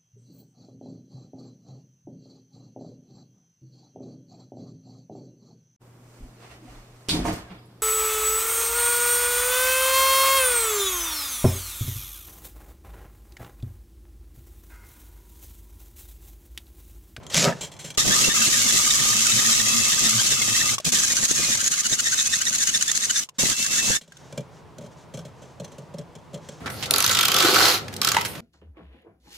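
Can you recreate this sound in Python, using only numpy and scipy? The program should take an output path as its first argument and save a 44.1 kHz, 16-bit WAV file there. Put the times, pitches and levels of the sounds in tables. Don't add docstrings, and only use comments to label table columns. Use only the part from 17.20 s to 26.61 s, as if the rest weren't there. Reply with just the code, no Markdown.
import sys
import numpy as np
from scipy import signal
from scipy.fft import rfft, irfft
from scipy.io import wavfile

SR = 44100
rng = np.random.default_rng(int(sys.argv[2]) if len(sys.argv) > 2 else 0)


def bounce(signal):
    frames = np.transpose(np.atleast_2d(signal))
    limited = np.clip(frames, -1, 1)
    pcm = np.round(limited * 32767).astype(np.int16)
    wavfile.write(sys.argv[1], SR, pcm)


N = 414788
T = np.arange(N) / SR



def amp(db):
    return np.exp(np.asarray(db) * (np.log(10) / 20))


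def rms_one(x):
    return x / np.sqrt(np.mean(x ** 2) + 1e-20)


def level(rows, column=1):
    rows = np.array(rows)
    return amp(np.interp(T, rows[:, 0], rows[:, column], left=-120, right=-120))


def along(rows, s):
    times, *columns = np.transpose(rows)
    return [np.interp(s, times, column) for column in columns]


def colour(x, spectrum, size=16384):
    hz, db = np.transpose(spectrum)
    bins_hz = np.arange(size // 2 + 1) * SR / size
    gain = amp(np.interp(np.log(bins_hz + 1), np.log(hz), db))
    cepstrum = irfft(np.log(gain))
    cepstrum[1:size // 2] *= 2
    cepstrum[size // 2 + 1:] = 0
    impulse = irfft(np.exp(rfft(cepstrum)))
    return rms_one(signal.oaconvolve(x, impulse[None], axes=1)[:, :N])


def drift(rate):
    points = rng.standard_normal(int(N / SR * rate) + 2)
    return rms_one(np.interp(T * rate, np.arange(len(points)), points))


def stereo_noise(alike):
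    alike = np.clip(alike, 0, 1)
    shared = rng.standard_normal(N)
    return np.sqrt(alike) * shared + np.sqrt(1 - alike) * rng.standard_normal((2, N))


def grains(alike, rough_db, rate):
    return stereo_noise(alike) * amp(rough_db * drift(rate))


def poles(hz, width):
    r = np.exp(-np.pi * width / SR)
    return np.array([1, -2 * r * np.cos(2 * np.pi * hz / SR), r * r])


def ring(x, hz, t60):
    width = np.log(1000) / np.pi / t60
    return signal.lfilter([0, np.sin(2 * np.pi * hz / SR)], poles(hz, width), x + 1e-18)


def swell(s, length):
    near = slice(max(int((s - length) * SR), 0), int((s + length) * SR))
    return near, np.exp(-(2 * (T[near] - s) / length) ** 4)


def swells(rows):
    gain = np.zeros(N)
    for s, length, db in rows:
        near, shape = swell(s, length)
        gain[near] += amp(db) * shape
    return gain


def tones(rows, wander, waver_hz, flicker_db):
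    out, slow, fast = np.zeros((2, N)), drift(9), drift(110)
    flicker = amp(flicker_db * drift(24))
    ears = np.array([0.33 * drift(12.0), 1.4 + 0.19 * drift(6.45)])
    for s, length, hz, db in rows:
        near, shape = swell(s, length)
        pitch = hz * (1 + wander * slow[near]) + waver_hz * fast[near]
        phase = 2 * np.pi * np.cumsum(pitch) / SR
        out[:, near] += amp(db) * shape * flicker[near] * np.sqrt(2) * np.sin(phase + ears[:, near])
    return out


def room(x, t60):
    t = T[:SR // 2]
    tail = rng.standard_normal((2, len(t))) * amp(-60 * t / t60) * (t > .003)
    tail = tail / np.sqrt((tail ** 2).sum(1, keepdims=True))
    return signal.fftconvolve(np.atleast_2d(x), tail, axes=1)[:, :N]


# (t/s, level/dB)
GARAGE_LEVEL = [(0, -44.5), (.72, -48), (.76, -49.5), (6.85, -65.5), (6.95, -57), (7.01, -47.5),
                (9.41, -47)]
# (f/Hz, level/dB per Hz)
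AIR_SPECTRUM = [(25, -35.5), (70, -6.5), (120, -1.5), (155, 2.5), (205, -9.5), (330, -10), (450, -8.5),
                (740, -12.5), (930, -10.5), (1450, -21), (2500, -26.5), (6000, -35.5), (9000, -40.5),
                (16000, -51.5)]


def garage_air():
    return level(GARAGE_LEVEL) * colour(grains(0.7, rough_db=0.26, rate=38), AIR_SPECTRUM)


# (f/Hz, level/dB, t60/s)
CASTING_MODES = [(1230, -23, .03), (1560, 2.5, .008), (2364, -5.5, .035), (2850, -16, .022),
                 (3233, -5.5, 0.057), (3430, -3, 0.025), (4260, -6, 0.012), (5500, -9.5, 0.029),
                 (6200, -2, 0.027), (6900, -9.5, .035), (7500, -4, .018)]


def casting(x, vary_db):
    out = 0
    for hz, db, t60 in CASTING_MODES:
        even_power = np.sqrt(4 * np.log(1000) / (t60 * SR))
        out = out + amp(db + vary_db * drift(12)) * even_power * ring(x, hz, t60)
    return out


# (t/s, click level/dB, thump level/dB, scuff length/s)
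BENCH_KNOCKS = [(0.031, -43.5, -62, 0.0084), (0.066, -29.5, -61, 0.002), (0.097, -30.5, -58, 0.018),
                (0.1439, -4.5, -37, 0.0019), (.153, -17, -29, .003), (.173, -10.5, -32, .005),
                (.267, -28, -21, .002), (.276, -22, -25, .002), (0.408, -24.5, -39, 0.015),
                (0.429, -30, -35.5, 0.015), (0.515, -37, -46, 0.012), (0.538, -41, -55, 0.0045),
                (.565, -42, -60, .005), (0.589, -32.5, -59, 0.023), (0.641, -32, -33.5, 0.029),
                (0.703, -27, -44, 0.005), (0.748, -36, -52, 0.0033), (6.811, -36.5, -46, 0.0095),
                (6.877, -47, -49, 0.0059), (7.124, -34.5, -32.5, 0.0044), (7.1753, -26, -22, 0.0063),
                (7.583, -34, -32.5, 0.004), (7.608, -46, -35, .012), (7.636, -50, -34, 0.016),
                (7.662, -45, -44, .005), (7.938, -35, -29, 0.012), (7.972, -35, -30.5, 0.0049),
                (7.989, -37, -35, 0.006), (8.049, -40, -34, 0.012), (8.218, -46, -36.5, 0.018),
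                (8.398, -34.5, -26, 0.0072), (8.444, -33, -37, 0.0065), (8.517, -43, -41, 0.0089),
                (8.581, -38.5, -31.5, 0.0078), (8.739, -41, -29.5, 0.007), (8.783, -34.5, -28, 0.0074),
                (8.952, -39, -39.5, 0.0066), (9.131, -43, -31.5, 0.0066), (9.142, -32.5, -28.5, 0.0071),
                (9.287, -31.5, -32.5, 0.0051)]
# (f/Hz, level/dB, t60/s)
BENCH_MODES = [(132.5, -4, 0.14), (164.3, -1, 0.17), (228, -5, 0.082), (431, -5.5, 0.098),
               (465, -0.5, 0.027), (578, 5, 0.038), (642, -1, 0.02), (910, -23, 0.05), (1260, -35, .03)]
# (f/Hz, level/dB per Hz)
GRIT_SPECTRUM = [(600, -31.5), (1500, 10.5), (2300, 0), (3350, 6), (4800, 0), (6200, 2.5), (7400, 4),
                 (8600, -1), (12000, -10.5), (16000, -16)]
SCUFF_RISE, THUMP_LAG_S = 0.23, .002
SETTLE_S, SETTLE_CLICK_DB, SETTLE_THUMP_DB = .032, -15, -10


def knocks():
    scuff, thump = np.zeros(N), np.zeros(N)
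    settling = [(s + SETTLE_S * rng.uniform(.7, 1.3), click_db + SETTLE_CLICK_DB,
                 thump_db + SETTLE_THUMP_DB, length) for s, click_db, thump_db, length in BENCH_KNOCKS]
    rows = np.vstack([BENCH_KNOCKS, settling])
    for s, click_db, thump_db, length in rows:
        start = int(s * SR)
        age = T[:min(SR // 4, N - start)]
        rise = 1 - np.exp(-age / (SCUFF_RISE * length))
        scuff[start:start + len(age)] += amp(click_db) * np.exp(-age / length) * rise
    s, _, thump_db, _ = np.transpose(rows)
    s = s + THUMP_LAG_S
    rebound = s + rng.uniform(0.00367, 0.0167, len(s))
    for k, (hz, db, t60) in enumerate(BENCH_MODES):
        blows = np.zeros(N)
        blows[(s * SR).astype(int)] = amp(thump_db + db + rng.normal(0, 0.7, len(s)))
        blows[(rebound * SR).astype(int)] = amp(thump_db + db - 2.5 + rng.normal(0, 1.6, len(s)))
        thump += (-1) ** k * ring(blows, hz, t60)
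    grit = grains(0.89, rough_db=0.5, rate=1600)
    ringing = casting(scuff * grit, vary_db=3.0)
    return amp(-2.54) * scuff * colour(grit, GRIT_SPECTRUM) + amp(-11.5) * ringing + amp(-4.0) * thump


# (t/s, f/Hz, level/dB)
SCREECH_GLIDES = [(.075, 7220, -54), (.11, 6600, -47.5), (.128, 4200, -37), (.14, 3160, -32.5),
                  (.155, 3000, -70), (.178, 7500, -22), (.205, 7200, -23), (.217, 6650, -20),
                  (.235, 6500, -33.5)]


def screeching(waver=.035):
    hz, _ = along(SCREECH_GLIDES, T)
    phase = 2 * np.pi * np.cumsum(hz * (1 + waver * drift(900))) / SR
    return level(SCREECH_GLIDES, column=2) * amp(2.5 * drift(370)) * np.sin(phase)


# (t/s, grit level/dB, judder level/dB, bench boom level/dB)
DRAG_LEVELS = [(.115, -42, -44, -61), (.155, -22, -38, -34), (.18, -16, -38, -18.5), (.22, -22.5, -30, -20),
               (.25, -20, -23.5, -19.5), (.275, -32.5, -19.5, -18), (.297, -34, -26, -26),
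               (.35, -53, -43.5, -33), (.42, -59, -56, -59)]
# (f/Hz, level/dB per Hz)
CRUNCH_SPECTRUM = [(600, -21.5), (1500, -8), (2300, -0.5), (3000, -3), (4800, 0), (5700, 0.5), (6800, -1.5),
                   (7700, -2), (8700, -12), (12000, -14.5), (16000, -39)]
# (f/Hz, level/dB per Hz)
JUDDER_SPECTRUM = [(200, -19), (380, -2), (500, 1), (575, 4.5), (700, -0.5), (830, -11), (950, -5),
                   (1080, -16.5), (1230, -3), (1450, -10.5), (1740, -8), (2100, -15.5), (2500, -20.5),
                   (2690, -11), (2900, -19), (4100, -25.5), (6000, -44)]
# (f/Hz, level/dB per Hz)
BOOM_SPECTRUM = [(25, -29), (90, -48), (128, 1.5), (160, 4), (225, -1.5), (320, -11), (600, -53)]


def dragging():
    grit = level(DRAG_LEVELS) * colour(grains(1.0, rough_db=2.5, rate=900), CRUNCH_SPECTRUM)
    judder = level(DRAG_LEVELS, column=2) * colour(grains(0.88, rough_db=1.5, rate=270), JUDDER_SPECTRUM)
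    boom = level(DRAG_LEVELS, column=3) * colour(grains(0.93, rough_db=2.5, rate=100), BOOM_SPECTRUM)
    return amp(-1.2) * grit + screeching() + amp(0.5) * judder + amp(-5.5) * boom


# (t/s at the middle, length/s, level/dB)
FINGER_RUBS = [(.33, 0.32, -52), (3.6, 0.14, -54), (6.163, 0.04, -63), (7.06, 0.29, -60),
               (7.36, 0.091, -63), (7.727, 0.031, -62), (7.81, 0.087, -59), (8.26, 0.18, -64),
               (8.53, 0.23, -69), (9.32, 0.2, -55.5)]
# (f/Hz, level/dB per Hz)
RUB_SPECTRUM = [(600, -25.5), (1500, 7.5), (2300, -1), (3350, 3), (4800, 0.5), (5900, 5), (7400, 0.5),
                (8600, -6), (12000, -17), (16000, -24)]
RESTING_HAND_DB = -72.5


def rubbing():
    touch = swells(FINGER_RUBS) + amp(RESTING_HAND_DB) * (T > DRILL_RUNS[-1][1])
    return touch * colour(grains(1.0, rough_db=1.5, rate=33), RUB_SPECTRUM)


# (t/s, tick level/dB, clack f/Hz, clack level/dB)
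STONE_TICKS = [(0.325, -42, 1740, -27), (3.582, -24, 1120, -25), (3.6, -32, 620, -32),
               (6.089, -38, 1050, -41), (6.921, -45, 1600, -43), (6.969, -45, 1500, -52)]
# (f/Hz, level/dB, t60/s)
STONE_MODES = [(1560, -10, 0.0084), (1890, -13, .011), (2780, 2, .015), (3470, 2, .016), (5400, -5, .013),
               (7000, -9, .01), (8000, -13, .012)]


def ticks(count=2, spread=0.0024, crack_db=-6, crack_s=0.0083, body_t60=0.033):
    s, db, body_hz, body_db = np.transpose(STONE_TICKS)
    delays = spread * rng.random((len(s), count)) * (np.arange(count) > 0)
    clicks = np.zeros(N)
    clicks[((s[:, None] + delays) * SR).astype(int)] = amp(db[:, None] - 3.0)
    cracks = [(at + crack_s / 2, crack_s, peak + crack_db) for at, peak in zip(s, db)]
    out = swells(cracks) * colour(stereo_noise(0.39), GRIND_SPECTRUM)
    for at, hz, peak in zip(s, body_hz, body_db):
        out = out + amp(peak + 1.0) * ring(np.arange(N) == int(at * SR), hz, body_t60)
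    for hz, mode_db, t60 in STONE_MODES:
        ear_signs = rng.choice([-1, 1], (2, 1))
        out = out + amp(mode_db) * ring(clicks, hz, t60) * ear_signs
    return out


# (start t/s, stop t/s)
DRILL_RUNS = [(0.773, 3.547), (3.644, 3.692), (3.718, 6.036), (6.183, 6.766)]
ATTACK_S, RELEASE_DB_PER_S = 0.0053, 950


def running():
    gain = np.zeros(N)
    for start, stop in DRILL_RUNS:
        attack = np.clip((T - start) / ATTACK_S, 0, 1)
        gain += attack * amp(-RELEASE_DB_PER_S * np.maximum(T - stop, 0))
    return gain


# (t/s, grinding hiss level/dB, rumble of block and bench level/dB)
HONE_PRESSURE = [(0.78, -16, -34), (0.88, -18.5, -25.5), (1.0, -17, -34.5), (1.5, -17.5, -34),
                 (2.85, -18.5, -34.5), (3.54, -20, -34), (3.72, -18, -32.5), (3.85, -22.5, -36.5),
                 (4.1, -25, -35.5), (4.28, -20.5, -35.5), (4.5, -29, -41), (4.9, -27, -41),
                 (5.5, -29, -41.5), (6.03, -29, -45.5), (6.2, -20, -25.5), (6.38, -21, -40.5),
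                 (6.56, -21.5, -36), (6.76, -23, -33)]
# (t/s at the middle, length/s, dip level/dB)
GRIP_SKIPS = [(0.832, 0.047, -5.5), (1.12, 0.043, -5.5), (1.519, 0.011, -3.5), (3.178, 0.046, -3.5),
              (3.947, 0.015, -3), (4.08, 0.018, -5.5), (4.497, .022, -3), (4.775, 0.031, -2.5),
              (6.355, 0.054, -6.5), (6.474, 0.059, -5.5)]


def pressure():
    hiss_db, rumble_db = along(HONE_PRESSURE, T)
    dip_db = np.zeros(N)
    for s, length, db in GRIP_SKIPS:
        near, shape = swell(s, length)
        dip_db[near] += db * shape
    return amp(np.array([hiss_db, rumble_db]) + dip_db)


WALL_ECHO_S, WALL_SHIFT_S, WALL_ECHO_DB = .0014, .00013, -6


def wall_echo(x):
    lags = [WALL_ECHO_S + WALL_SHIFT_S * drift(7) for ear in x]
    echo = np.array([np.interp(T - lag, T, ear) for lag, ear in zip(lags, x)])
    return x + amp(WALL_ECHO_DB) * echo


HOOT_FADE_DB_PER_S = 1.37


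def bore_hoot(hiss):
    hoot = rms_one(ring(stereo_noise(0.072), hz=1216.0, t60=0.041))
    return amp(-17 - HOOT_FADE_DB_PER_S * T + 3.3 * drift(22)) * hiss * hoot


# (f/Hz, level/dB per Hz)
GRIND_SPECTRUM = [(600, -23), (1000, -46), (1400, -13.5), (2200, -5.5), (2700, -6.5), (3300, -3.5),
                  (4600, -4), (5600, 0), (6600, 2.5), (7700, -0.5), (9000, -8), (11900, -11.5),
                  (13000, -15.5), (16000, -26.5)]
MOTOR_HZ = 187.4


def grinding(hiss, bites):
    turn = 2 * np.pi * np.cumsum(MOTOR_HZ * (1 + 0.00062 * drift(3.01))) / SR
    flutter = 1 + 0.077 * np.cos(turn) + 0.033 * np.cos(2 * turn)
    friction = wall_echo(grains(0.032, rough_db=1.5, rate=800))
    steady = amp(-1.27 + 0.96 * drift(70)) * hiss * colour(friction, GRIND_SPECTRUM)
    scrape = (steady + bites) * flutter
    scrape = signal.lfilter(poles(2480, 68), poles(2519, 110), scrape)
    return scrape + bore_hoot(hiss)


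# (t/s at the middle, length/s, level/dB)
BLOCK_JOLTS = [(0.78, 0.0078, -25), (0.885, 0.082, -30), (1.03, 0.074, -35), (1.082, 0.021, -25.5),
               (1.28, 0.028, -31.5), (1.547, 0.037, -35.5), (1.81, 0.031, -40), (2.17, .05, -38.5),
               (2.834, 0.053, -35.5), (3.132, 0.023, -40), (3.675, 0.025, -31), (3.735, 0.023, -37),
               (4.034, 0.019, -34), (4.113, 0.0055, -25.5), (4.197, 0.02, -34), (4.295, 0.025, -35.5),
               (4.724, 0.034, -34.5), (6.237, 0.011, -25), (6.705, 0.011, -25)]
# (t/s at the middle, length/s, f/Hz, level/dB)
BLOCK_DRONES = [(.87, 0.095, 137.3, -31), (1.02, .09, 136, -33.5), (1.39, 0.12, 105, -43.5),
                (1.8, 0.059, 126, -37), (1.93, 0.093, 112, -40), (2.06, 0.069, 126, -39),
                (2.17, .1, 115, -35), (2.46, .07, 114.6, -38), (2.62, 0.12, 112, -39),
                (2.72, 0.061, 124, -38.5), (2.97, 0.088, 115, -37), (3.13, 0.16, 121, -38),
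                (3.3, 0.11, 111, -41), (3.48, 0.19, 113, -38), (1.24, 0.097, 223, -35.5),
                (1.45, 0.22, 225, -40), (1.8, .13, 228, -39), (2.0, 0.098, 218.3, -38.5),
                (2.18, 0.13, 211.7, -35), (2.29, .09, 230.5, -35), (2.42, 0.078, 220.4, -34.5),
                (2.55, .15, 230.4, -32.5), (2.9, .13, 221.5, -35.5), (3.3, .07, 228, -45),
                (3.72, 0.13, 231, -35), (4.15, 0.37, 226, -52)]
# (f/Hz, level/dB per Hz)
RUMBLE_SPECTRUM = [(25, -10.5), (60, -9.5), (110, -2), (140, 0), (175, -4.5), (222, 3.5), (290, -7.5),
                   (420, -9.5), (600, -11), (800, -14.5), (1100, -12), (1600, -38.5)]
# (f/Hz, level/dB per Hz)
JOLT_SPECTRUM = [(25, -3), (55, -3), (100, -6), (150, 8), (230, 0.5), (320, -0.5), (600, -6.5),
                 (900, -13.5), (1500, -35)]
DRONE_WANDER = 0.021


def rumbling(shake):
    rumble = shake * colour(grains(0.034, rough_db=3.0, rate=130), RUMBLE_SPECTRUM)
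    drones = tones(BLOCK_DRONES, DRONE_WANDER, waver_hz=6.8, flicker_db=3.5)
    jolts = swells(BLOCK_JOLTS) * colour(stereo_noise(0.11), JOLT_SPECTRUM)
    return amp(-2.5) * rumble + amp(3.0) * jolts + amp(-1.5) * drones


# (t/s, half length/s, f/Hz, glide as share of the pitch per s, fundamental level/dB, octave level/dB)
STONE_SQUEAKS = [(0.804, 0.02, 1820.0, 0.5, -36.0, -30.5), (0.882, 0.009, 1890, -1, -38, -40),
                 (0.929, 0.022, 1740.0, 4.0, -33.5, -32), (1.046, 0.006, 1400.0, -2.5, -43, -30.0),
                 (1.111, 0.018, 1800, 1.5, -33.5, -32.5), (1.22, 0.019, 1510.0, -6.0, -33.5, -38),
                 (1.273, 0.0077, 2070, 2.0, -38, -32), (1.343, 0.019, 1855, 0.0, -33.5, -37.5),
                 (1.418, 0.0079, 2000.0, -1.5, -41, -39), (1.497, 0.019, 1740.0, -1.5, -38.5, -34.5),
                 (1.572, 0.012, 1875, 0.5, -36.5, -34), (1.65, 0.009, 1960.0, -5.5, -37, -41),
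                 (1.71, 0.0069, 1836, 1, -36, -26.5), (1.8, 0.0067, 1840.0, 0.5, -33, -37),
                 (1.85, 0.017, 2100.0, 2.0, -40.0, -40.0), (1.932, 0.009, 1750, -1, -39.5, -44),
                 (1.997, 0.018, 1380, 3.5, -46, -41.0), (2.069, 0.017, 1440.0, -2.0, -38, -50),
                 (2.123, 0.0084, 1890, 1, -38, -28.0), (2.195, 0.011, 1830, -1, -33.5, -33),
                 (2.259, 0.014, 1790, 0.5, -33.5, -36), (2.337, 0.017, 1893, -2.0, -41, -34),
                 (2.402, 0.0053, 1840.0, 0.0, -32, -28), (2.468, 0.011, 1990, 0.5, -36, -34.0),
                 (2.53, 0.009, 1930, -0.5, -45.0, -37.5), (2.602, 0.009, 1870, 3, -36.0, -51),
                 (2.666, 0.021, 2100.0, 7.5, -47, -42.0), (2.733, 0.016, 1800.0, 1, -37.0, -34),
                 (2.861, 0.018, 1830, 0.0, -36, -31.5), (2.933, 0.013, 1470.0, -4.5, -43, -45),
                 (2.996, 0.014, 1560.0, 3.5, -38, -31.5), (3.066, 0.022, 2090, 4.0, -52, -39.5),
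                 (3.124, 0.016, 1830, -2.5, -38, -31), (3.179, 0.009, 1490.0, -3.5, -57, -40.0),
                 (3.221, 0.009, 2116, 0.0, -33, -42), (3.291, 0.011, 1840.0, 1, -36, -42),
                 (3.356, 0.015, 1940.0, 5, -37, -36), (3.414, 0.013, 1810, 3, -32, -37),
                 (3.492, 0.009, 2040.0, 0.0, -33, -36.0), (3.763, 0.02, 1800.0, -1.5, -38, -40),
                 (3.801, 0.006, 1600.0, 1, -38, -51), (3.845, 0.013, 1620.0, 0.5, -40, -42),
                 (3.908, 0.0069, 1880.0, 0.5, -34, -34.0), (3.977, 0.012, 1500.0, -0.5, -40.5, -38),
                 (4.035, 0.0066, 1900, -4.5, -41.5, -45), (4.102, 0.017, 1400.0, 2, -43, -44),
                 (4.179, 0.022, 1750, 0.0, -41, -50), (4.246, 0.019, 2100.0, -2.5, -45.0, -35.5),
                 (4.328, 0.015, 1848, 1, -35, -33), (4.405, 0.017, 1470.0, 3.0, -37, -44.0),
                 (4.474, 0.017, 1640.0, -1, -45, -47), (4.54, 0.012, 1460.0, 3.5, -37.5, -39),
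                 (4.586, 0.009, 2070, -2, -35.5, -44.5), (4.661, 0.018, 1454, 0.5, -40, -36.5),
                 (4.734, 0.0078, 1870, 1.5, -37, -28), (4.797, 0.0094, 1464, 0.5, -36.5, -35),
                 (4.871, 0.02, 1840.0, 0.0, -33.5, -34), (4.934, 0.011, 1490, -1, -32.5, -39),
                 (4.997, 0.017, 1840.0, -0.5, -42.5, -29), (5.061, 0.0056, 1635, 1, -42, -36),
                 (5.137, 0.012, 1853, 1, -33, -29.5), (5.218, 0.014, 1490.0, 4, -36, -40),
                 (5.272, 0.0079, 1890, -1, -32.5, -31.5), (5.334, 0.013, 1490.0, -2.5, -41, -42.0),
                 (5.413, 0.019, 1777, 0.0, -39, -39.5), (5.492, 0.018, 1486, 1, -42, -36.5),
                 (5.552, 0.012, 1807, -0.5, -35.5, -29.5), (5.615, 0.0064, 1480.0, -0.5, -43, -36),
                 (5.692, 0.014, 1780.0, 0.5, -33.5, -33), (5.832, 0.012, 1850, 0.5, -37, -34.5),
                 (5.904, 0.009, 1500.0, -0.5, -34.5, -35.0), (5.964, 0.012, 1800.0, -0.5, -40, -33),
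                 (6.2, 0.018, 1855, 0.0, -46.5, -35), (6.256, 0.01, 2005, -0.5, -35.5, -34),
                 (6.326, 0.017, 1640.0, -1.0, -41, -41), (6.456, 0.017, 1694, 0.5, -40.5, -45),
                 (6.526, 0.018, 2106, 0, -41.5, -45), (6.594, 0.015, 1830, 0.5, -35.5, -36.0),
                 (6.666, 0.009, 1980, -1, -50, -37.0), (6.733, 0.026, 1660, 2.5, -35, -39),
                 (6.77, 0.019, 1795, -0.5, -39, -35)]


def squeaks(arch=0.01194, rough=0.71, spread_hz=330, third_db=-4, fourth_db=-4):
    out, waver = np.zeros((2, N)), drift(700)
    smear = rough * np.array([[drift(spread_hz) + 1j * drift(spread_hz) for ear in range(2)]
                              for partial in range(4)])
    all_lags = rng.uniform(-np.pi, np.pi, (len(STONE_SQUEAKS), 4))
    for (s, length, hz, glide, base_db, octave_db), lags in zip(STONE_SQUEAKS, all_lags):
        near = slice(int((s - .04) * SR), int((s + .04) * SR))
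        t = T[near] - s
        u = t / length
        pitch = hz * (1 + glide * t + arch * np.tanh(u * u) + .014 * waver[near])
        phase = 2 * np.pi * np.cumsum(pitch) / SR
        for k, db in enumerate([base_db, octave_db, octave_db + third_db, octave_db + fourth_db]):
            ears = np.array([[0], [1.1 * lags[k]]])
            partial = np.real((1 + smear[k, :, near]) * np.exp(1j * ((k + 1) * phase + ears)))
            out[:, near] += amp(db) * np.exp(-u * u) * partial
    return out


# (f/Hz, level/dB per Hz)
CHAFE_SPECTRUM = [(900, -16), (1350, -4.5), (1750, 5.5), (2100, 0), (2500, -4), (3100, 0), (4000, 4),
                  (4800, -7), (5600, -5), (7200, -2), (9000, -5.5), (16000, -28)]


def chafing(stretch=2.2):
    rows = []
    for s, length, hz, glide, base_db, octave_db in STONE_SQUEAKS:
        both_db = 20 * np.log10(np.hypot(amp(base_db), amp(octave_db)))
        rows.append((s, stretch * length, both_db))
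    return amp(-2) * swells(rows) * colour(grains(0.16, rough_db=4.5, rate=350), CHAFE_SPECTRUM)


def chirping(count=330, length=.007, level_db=-10, spread_db=3, glide_per_s=5):
    out = np.zeros((2, N))
    first, last = DRILL_RUNS[0][0], DRILL_RUNS[-1][1]
    for when, pitch, size, bend, lag in rng.random((count, 5)):
        s = first + when * (last - first)
        hz = 1150 * (8000 / 1150) ** pitch
        near = slice(int((s - .02) * SR), int((s + .02) * SR))
        t = T[near] - s
        ears = np.array([[0], [2 * np.pi * lag]])
        phase = 2 * np.pi * hz * (t + glide_per_s * (bend - .5) * t * t) + ears
        db = level_db + spread_db * (2 * size - 1) + .5 * max(along(GRIND_SPECTRUM, hz)[0], -10)
        out[:, near] += amp(db) * np.exp(-(t / length) ** 2) * np.sin(phase)
    return out


# (t/s at the middle, length/s, f/Hz, level/dB)
ARM_SONG = [(1.047, .022, 2690, -23.5), (1.07, 0.023, 2810, -28), (1.088, .025, 2680, -28),
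            (1.17, 0.075, 2620, -31.5), (1.226, .02, 2700, -23.5), (1.255, 0.046, 2710, -28),
            (1.45, 0.15, 2580, -50), (1.82, .05, 2610, -36.5), (1.97, .1, 2610, -30.5),
            (2.11, 0.064, 2580, -29), (2.34, 0.13, 2570, -43), (2.51, .08, 2586, -28),
            (2.7, 0.2, 2630, -35), (2.9, 0.068, 2650, -39), (3.14, 0.22, 2620, -36), (3.4, 0.27, 2633, -33),
            (3.95, 0.17, 2434, -37.5), (4.26, 0.18, 2480, -36), (5.08, .3, 2550, -41),
            (5.6, 0.56, 2540, -49), (6.22, 0.043, 2690, -30.5), (6.41, .15, 2680, -31.5),
            (6.51, 0.066, 2670, -34), (6.635, 0.19, 2644, -31.5)]


def singing():
    note = tones(ARM_SONG, wander=0.00305, waver_hz=28.1, flicker_db=2.5)
    return amp(-2.0) * note * (1 + 0.23 * np.tanh(drift(150)))


# (t/s when it lets go, build-up/s, level/dB, squeal f/Hz)
STONE_BITES = [(3.747, 0.036, -17.5, 6250), (3.805, 0.018, -16.5, 6160), (3.851, 0.027, -14, 6720),
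               (3.885, 0.0095, -18.0, 6030), (3.927, 0.003, -14, 6550), (3.931, 0.044, -16.5, 6540),
               (3.969, 0.003, -13, 6200), (3.989, 0.036, -19, 6500), (4.058, 0.045, -14.5, 6590),
               (4.118, 0.036, -15, 6260), (4.163, 0.016, -16, 6600), (4.187, 0.023, -19, 6500),
               (4.257, 0.044, -26, 6070), (4.311, 0.041, -20, 6200), (4.355, 0.05, -17.5, 6160),
               (4.376, 0.003, -15, 6120), (4.415, 0.019, -16, 6740), (4.445, 0.004, -14, 6460),
               (4.48, 0.0025, -12, 6450), (4.482, 0.046, -16.5, 6700), (4.522, 0.0071, -15, 6200),
               (4.543, 0.033, -16, 6570), (4.607, 0.009, -13.5, 6560), (4.61, 0.045, -17.5, 6370),
               (4.67, 0.027, -16, 7020), (4.7, 0.0054, -15, 6120), (4.752, 0.003, -24.5, 6600),
               (4.754, 0.048, -15, 6580), (4.807, 0.021, -15.5, 7190), (4.844, 0.005, -18.0, 6420),
               (4.887, 0.045, -19, 6200), (4.946, 0.044, -16, 6500), (4.984, 0.008, -17.0, 6200),
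               (5.028, 0.05, -16.5, 6500), (5.079, 0.032, -16.0, 6290), (5.143, 0.026, -18, 7400),
               (5.168, 0.041, -18, 6500), (5.191, 0.0052, -17, 6370), (5.221, 0.0074, -13, 6260),
               (5.255, 0.004, -17.0, 6160), (5.285, 0.0034, -16, 6160), (5.297, 0.032, -16.5, 6160),
               (5.33, 0.0027, -17.0, 7060), (5.362, 0.034, -15, 6720), (5.387, 0.0032, -15, 6550),
               (5.439, 0.042, -14, 6150), (5.474, 0.004, -10.5, 6550), (5.5, 0.022, -15, 6520),
               (5.549, 0.003, -16.5, 7150), (5.579, 0.05, -16.5, 6270), (5.613, 0.004, -13, 7110),
               (5.631, 0.01, -12.5, 6340), (5.666, 0.01, -24, 6330), (5.682, 0.003, -12, 7200),
               (5.718, 0.0035, -12, 6460), (5.72, 0.044, -21.5, 6540), (5.758, 0.011, -14.5, 7020),
               (5.777, 0.017, -14.5, 6500), (5.81, 0.01, -21, 6300), (5.858, 0.036, -15.5, 6240),
               (5.912, 0.02, -14.5, 6720), (5.948, 0.007, -25, 6330), (5.999, 0.048, -14.5, 6080),
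               (6.231, 0.031, -18.5, 6200), (6.3, 0.003, -13, 7190), (6.331, 0.018, -20, 6930),
               (6.407, 0.008, -21.0, 6590), (6.448, 0.004, -16, 6720), (6.466, 0.003, -13.5, 7050),
               (6.536, 0.007, -16.5, 6170), (6.6, 0.057, -19, 6630), (6.707, 0.059, -17, 6750),
               (6.721, 0.0048, -11.5, 5860), (6.762, 0.005, -15, 6590)]
# (f/Hz, level/dB per Hz)
BITE_SPECTRUM = [(700, -33.5), (1200, -12), (1700, -1.5), (2450, -9), (3200, -10), (4200, -0.5),
                 (5000, -3.5), (5800, -1), (6400, 7.5), (7300, 2), (8800, -5), (11000, -8.5), (13000, -22),
                 (16000, -24)]


def biting(squeal_db=-10, waver_hz=200, release_s=0.0032):
    grip_sum, squeal, waver = np.zeros(N), np.zeros((2, N)), drift(900)
    lags = rng.uniform(0, np.pi, len(STONE_BITES))
    for (s, build, db, hz), lag in zip(STONE_BITES, lags):
        near = slice(int((s - 2 * build) * SR), int((s + .03) * SR))
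        t = T[near] - s
        grip = amp(db) * np.exp(np.where(t < 0, -(t / build) ** 2, -t / release_s))
        grip_sum[near] = np.hypot(grip_sum[near], grip)
        phase = 2 * np.pi * np.cumsum(hz + waver_hz * waver[near]) / SR
        squeal[:, near] += grip * np.sqrt(2) * np.sin(phase + np.array([[0], [lag]]))
    rasp = grip_sum * colour(grains(0.059, rough_db=2.5, rate=630), BITE_SPECTRUM)
    return amp(-5.5) * rasp + amp(squeal_db + 1.0 * drift(500)) * squeal


def scene():
    handling = dragging() + knocks() + rubbing()
    run = running()
    hiss, shake = run * pressure()
    squeaking = run * (amp(7.0) * squeaks() + hiss * chirping() + chafing() + singing())
    honing = grinding(hiss, run * biting()) + squeaking + rumbling(shake) + amp(2.5) * ticks()
    reflections = amp(-14.5) * room(honing, t60=0.047) + amp(-15) * room(handling, t60=0.17)
    return garage_air() + handling + honing + reflections


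CUTOFF_HZ = 16000


def record(dry):
    rounded = dry / (1 + (dry / .62) ** 4) ** .25
    lowpass = signal.ellip(12, .1, 80, CUTOFF_HZ, fs=SR, output="sos")
    return signal.sosfilt(lowpass, rounded)


dry = scene()
out = record(dry)
bounce(out)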